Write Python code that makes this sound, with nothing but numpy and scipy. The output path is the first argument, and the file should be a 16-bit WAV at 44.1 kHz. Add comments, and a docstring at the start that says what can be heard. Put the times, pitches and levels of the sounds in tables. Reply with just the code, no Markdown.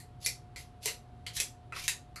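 """A small hard room, the microphone at a steel putty knife that works over paint on a wooden board.
The blade is set down or catches, slides briefly and snaps forward when the paint lets go. Each contact is one
jolt through the ringing steel and the board; the slides are random grit through the blade, the squeals jittery
sines. Each excites decaying noise that stands for the room. Behind, a machine somewhere in the house: steady
coloured noise and two thin tones that waver a little."""
import sys
import numpy as np
from scipy import signal
from scipy.fft import rfft, irfft, next_fast_len
from scipy.io import wavfile
from scipy.ndimage import map_coordinates

SR = 44100
rng = np.random.default_rng(int(sys.argv[2]) if len(sys.argv) > 2 else 0)


def to_wav(s):
    """Save 16-bit WAV."""
    ch = np.atleast_2d(s).T  # columns
    pcm = np.round(np.clip(ch, -1, 1) * 32767)  # PCM
    wavfile.write(sys.argv[1], SR, pcm.astype(np.int16))


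def rack_gain(trim_db):
    """Turn a fader trim in dB into the linear factor to multiply a signal by."""
    fader = np.asarray(trim_db, float)
    return 10 ** (fader / 20)


N = 97020  # 2.2 s
SPAN = 1 << 14  # samples of one event with its room
HZ = np.fft.rfftfreq(SPAN, 1 / SR)

# The blade snaps forward. Each row: start in seconds, relative level in dB, brightness in dB per octave,
# low and high knock of the board in dB over the blade's strongest frequency.
SNAPS = [(0.2618, -14, 0.53, -17.5, -36), (0.8579, -16.5, 1.8, -6.5, -10.5), (1.4013, -14, 0, -16, -49.5),
         (1.88, -12.5, -1, -48, -15)]
# The free end is held shorter or longer, so each snap rings elsewhere.
# Each row, in step with the snaps: ring in dB over the clatter, four bending pitches in Hz.
SNAP_RINGS = [(4.3, 2030, 2400, 4530, 5500), (6.5, 2900, 2000, 4290, 5980), (4.3, 2600, 3330, 5940, 7530),
              (5.5, 1840, 2650, 3820, 6600)]
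# The blade is set down or catches. Each row: start in seconds, relative level in dB, brightness in dB per octave,
# first and second bending pitch in Hz.
TOUCHES = [(.001, -40.5, 6, 1860, 4280), (0.5605, -31, 0, 2170, 4370), (0.8769, -24.5, -2.5, 4220, 2810),
           (1.2645, -26.5, 0, 3160, 4390), (1.3659, -25.5, 4.5, 1770, 3880),
           (1.7232, -28, -6.5, 1324, 2570), (1.762, -30, -3.5, 1125, 4900), (1.786, -33.5, 0.5, 2670, 5100),
           (1.851, -37, 0.5, 3300, 6100), (2.1592, -31, -1.5, 1270, 4420)]
# Slides over the paint. Each row: start in seconds, length in seconds, first and last relative level in dB,
# brightness in dB per octave.
SLIDES = [(0.202, 0.063, -62, -43.5, 2.5), (0.574, 0.04, -55, -56, 2.5), (0.806, 0.031, -74.5, -51, 0.5),
          (0.827, 0.074, -48, -42.5, 4.5), (1.332, 0.038, -54.5, -36, 3), (1.375, 0.026, -47, -44, -5.5),
          (1.738, .06, -49, -46, -2.5), (1.796, 0.049, -49.5, -46.5, 0.5), (1.867, 0.0027, -49.5, -47, 24)]
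# The edge squeals. Each row: start in seconds, length in seconds, pitch in Hz, level before the fades in dB.
SQUEALS = [(.828, 0.017, 4400, -49), (.246, 0.023, 4430, -31.5), (0.248, 0.012, 11060, -33),
           (.246, 0.0157, 9600, -40.5)]
# Modes of the steel. Each row: pitch in Hz, width in Hz, mean strength in dB over the broad clatter.
BLADE_MODES = [(2364, 160, -4), (3970, 150, -3.5), (4780, 61, -1.5), (5994, 2200, -2), (6280, 120, -11),
               (7570, 290, 1), (9180, 410, -1), (10030, 230, 3), (11440, 1700, 4.5)]
# Broad clatter of a snap, of a touch and of a slide. Each row: frequency in Hz, relative gain in dB.
SNAP_CLATTER = [(530, -25), (1060, -26.5), (1470, -9.5), (2080, 2), (2910, -3), (4470, -2), (8440, -3),
                (11400, -6.5), (14600, -16), (15700, -37.5)]
TOUCH_CLATTER = [(530, -47.5), (900, -20.5), (1300, -5.5), (1650, -5.5), (2700, -5), (3500, -10),
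                 (5600, -9), (8000, -6.5), (11500, -16), (14600, -21.5), (15700, -66.5)]
SLIDE_RASP = [(530, -45), (900, -17.5), (2770, 5), (3050, 1), (3320, 4), (4980, 0), (8850, -9.5),
              (10100, -7), (12100, -11.5), (14800, -24.5), (15700, -62)]
# Resonances of the wooden board. Each row: pitch in Hz, width in Hz.
BOARD = [(450, 260), (960, 110)]
# Decay of the room. Each row: frequency in Hz, time to fall by 60 dB in seconds.
ROOM = [(300, 0.35), (800, 0.31), (2100, 0.2), (5500, .22), (12000, 0.2), (16000, 0.034)]
# Colour of the machine's rumble and hiss. Each row: frequency in Hz, relative gain in dB.
RUMBLE = [(21, -68.5), (35, -1), (134, 0), (195, -14), (251, -9), (298, -20), (346, -13), (556, -23),
          (614, -16.5), (662, -24.5), (732, -15.5), (829, -22.5), (915, -22.5), (1400, -27.5),
          (1580, -30.5), (2080, -33.5), (2240, -34), (2540, -34), (3700, -35.5), (6390, -47),
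          (10800, -47.5), (13500, -64)]
# Thin tones of the machine. Each row: pitch in Hz, mean level in dB rms, depth of the wavering in dB.
TONES = [(720.3, -62.6, .8), (119.5, -61, 1.8)]

MODE_SCATTER_DB = 4  # from contact to contact
SNAP_SPREAD_S, TOUCH_SPREAD_S = 0.0014, 0.003  # largest delay between the frequencies of a contact
SNAP_WIDTH, BEND_WIDTH = 0.07, 0.12  # width of a ring over its pitch
FIRST_BEND_DB, SECOND_BEND_DB, HANDLE_DB = 18, 17, 14  # rings of a touch over the clatter
HANDLE_HZ, TOUCH_KNOCK_DB = 2064, -20.5  # ring shared by all touches, knock of the board
GRIT_PER_S, GRIT_SPREAD_DB = 3000, 2.6  # grains in a slide, scale of their uneven strength
CATCH_DB, CATCH_PER_S, SLIDE_RISE_S = 2.2, 150, 0.0015  # the slide is uneven and fades in
SQUEAL_JITTER, SQUEAL_RISE_S = 0.045, 0.0035  # radians a sample, seconds
# Room over direct sound in dB; a snap points at the microphone.
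SNAP_WET_DB, TOUCH_WET_DB, SLIDE_WET_DB, SQUEAL_WET_DB = 2, 5, 4, 0
# Delay of the first wall; the early room stands out of the tail, which takes a moment to build.
FIRST_WALL_S, EARLY_DB, EARLY_S, BUILD_S = 0.0012, 2, 0.0061, 0.0016
RUMBLE_DB = -53  # dB rms


def snaps():
    """The paint lets go and the bent blade springs forward, ringing at the pitches of its free length."""
    out = np.zeros(N + SPAN)
    for (start, db, bright, *knocks_db), (ring_db, *pitches) in zip(SNAPS, SNAP_RINGS):
        bends = [(hz, ring_db) for hz in pitches]
        gain = blade(SNAP_CLATTER, bright, SNAP_WIDTH, *bends)
        sound = contact(gain, knocks_db, SNAP_SPREAD_S, db + 10.5)
        add_in_room(out, start, sound, SNAP_WET_DB)
    return out[:N]


def touches():
    """The blade set down or catching: two changing bends, one shared ring and a light knock of the board."""
    out = np.zeros(N + SPAN)
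    for start, db, bright, first_hz, second_hz in TOUCHES:
        bends = [(first_hz, FIRST_BEND_DB), (second_hz, SECOND_BEND_DB), (HANDLE_HZ, HANDLE_DB)]
        gain = blade(TOUCH_CLATTER, bright, BEND_WIDTH, *bends)
        sound = contact(gain, [TOUCH_KNOCK_DB] * len(BOARD), TOUCH_SPREAD_S, db + 10)
        add_in_room(out, start, sound, TOUCH_WET_DB)
    return out[:N]


def slides():
    """Edge over paint: sparse random grains shake the blade while the stroke swells or fades."""
    out = np.zeros(N + SPAN)
    t = np.arange(SPAN) / SR
    for start, length, first_db, last_db, bright in SLIDES:
        chance, push, rank = rng.random((3, SPAN))
        strength = rack_gain(-GRIT_SPREAD_DB * np.log(rank + 1 / 40))
        grit = (chance < GRIT_PER_S / SR) * (push - 0.5) * strength
        rasp = unit(irfft(rfft(grit) * causal(blade(SLIDE_RASP, bright, BEND_WIDTH))))
        # the direct sound is lowered by the room's share
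        stroke = rack_gain(np.interp(t, [0, length], [first_db, last_db]) - SLIDE_WET_DB)
        stroke = stroke * np.minimum(t / SLIDE_RISE_S, 1) * (t < length)
        catches_db = CATCH_DB * map_coordinates(rng.standard_normal(60), [t * CATCH_PER_S])
        add_in_room(out, start, rasp * stroke * rack_gain(catches_db), SLIDE_WET_DB)
    return out[:N]


def squeals():
    """The edge squeals: short sines whose phase wanders at random."""
    out = np.zeros(N + SPAN)
    t = np.arange(SPAN) / SR
    for start, length, hz, db in SQUEALS:
        wander = np.cumsum(SQUEAL_JITTER * rng.standard_normal(SPAN))
        wave = np.sin(2 * np.pi * hz * t + wander)
        fades = np.clip(t / SQUEAL_RISE_S, 0, 1) * np.clip(1 - t / length, 0, 1)
        add_in_room(out, start, rack_gain(db) * wave * fades, SQUEAL_WET_DB)
    return out[:N]


def blade(clatter, bright_db, width, *bends):
    """Gain of the steel: broad clatter, its modes at new strengths, and the bends (Hz, dB) of the free end."""
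    modes = sum(rack_gain(db + MODE_SCATTER_DB * rng.standard_normal()) * hump(hz, w) ** 2
                for hz, w, db in BLADE_MODES)
    rings = sum(rack_gain(db) * hump(hz, width * hz) ** 2 for hz, db in bends)
    tilt_db = bright_db * np.log2((HZ + 1) / 4000)
    return rack_gain(along(clatter, HZ) + tilt_db) * (1 + modes + rings)


def contact(gain, knocks_db, spread_s, db):
    """One jolt through blade and board; the frequencies arrive a little apart. db sets its total energy."""
    board = sum(rack_gain(knock_db) * hump(hz, w) ** 2 for (hz, w), knock_db in zip(BOARD, knocks_db))
    delay_s = spread_s * np.interp(HZ, np.linspace(0, SR / 2, num=30), rng.random(30) ** 2)
    # summing delay over frequency gives the phase
    phase = 2 * np.pi * np.cumsum(delay_s) * SR / SPAN
    jolt = irfft(causal(gain / gain.max() + board) * np.exp(-1j * phase))
    return rack_gain(db) * jolt / np.sqrt(np.sum(jolt ** 2))


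def add_in_room(out, start, sound, wet_db):
    """Lays a sound and a fresh answer of the hard room into out: noise that dies at each pitch's own rate."""
    hz, t, cells = signal.stft(rng.standard_normal(SPAN), SR, nperseg=256)
    decay_db = -60 * t / along(ROOM, hz)[:, None]
    early_db = EARLY_DB * np.exp(-t / EARLY_S)
    tail = signal.istft(cells * rack_gain(decay_db + early_db), SR, nperseg=256)[1][:SPAN]
    tail = tail * np.sqrt(1 - np.exp(-np.arange(SPAN) / SR / BUILD_S))
    tail = rack_gain(wet_db) * tail / np.linalg.norm(tail)
    answer = np.pad(tail, (round(FIRST_WALL_S * SR), 0))
    answer[0] = 1  # the direct sound
    out[round(start * SR):][:SPAN] += signal.fftconvolve(sound[:SPAN // 2], answer)[:SPAN]


def machine():
    """Somewhere in the house: rumble and hiss, with tones that waver slowly in level and phase."""
    t = np.arange(N) / SR

    def waver():
        """A smooth random curve, 12 new points a second."""
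        return map_coordinates(rng.standard_normal(40), [t * 12])

    out = noise(RUMBLE, RUMBLE_DB)
    for hz, db, depth_db in TONES:
        level = np.sqrt(2) * rack_gain(db + depth_db * waver())
        out += level * np.sin(2 * np.pi * hz * t + 0.047 * waver())
    return out


def noise(spectrum, db):
    """Steady coloured noise at db rms, shaped by its spectrum."""
    m = next_fast_len(N + SPAN)
    gain = rack_gain(along(spectrum, np.fft.rfftfreq(m, 1 / SR)))
    coloured = irfft(rfft(rng.standard_normal(m)) * gain, m)[:N]
    return rack_gain(db) * unit(coloured)


def unit(x):
    """Scales a sound to an rms of 1."""
    return x / np.sqrt(np.mean(x ** 2) + 1e-20)


def along(points, hz):
    """Reads a curve of (Hz, value) points on a log frequency axis."""
    f, v = np.transpose(points)
    return np.interp(np.log(hz + 1), np.log(f + 1), v)


def causal(gain):
    """The minimum-phase response with this gain: it sounds only after the blow."""
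    cepstrum = irfft(np.log(gain + 1e-6))
    cepstrum[1:SPAN // 2] *= 2
    cepstrum[SPAN // 2 + 1:] = 0
    return np.exp(rfft(cepstrum))


def hump(hz, width_hz):
    """Gain of one resonance, 1 at its top."""
    return HZ * width_hz / np.hypot(hz * hz - HZ ** 2, HZ * width_hz + 1e-9)


def scene():
    """The knife close by, over the machine in the distance; one channel."""
    knife = snaps() + touches() + slides() + squeals()
    return (knife + machine())[None]


def top_cut(x):
    """Nothing passes above the cut-off."""
    return signal.sosfilt(signal.butter(12, 15870, fs=SR, output="sos"), x)


def record(dry):
    """Passes the finished mix on, with no further change of level."""
    mix = dry
    return top_cut(mix)


dry = scene()
out = record(dry)
to_wav(out)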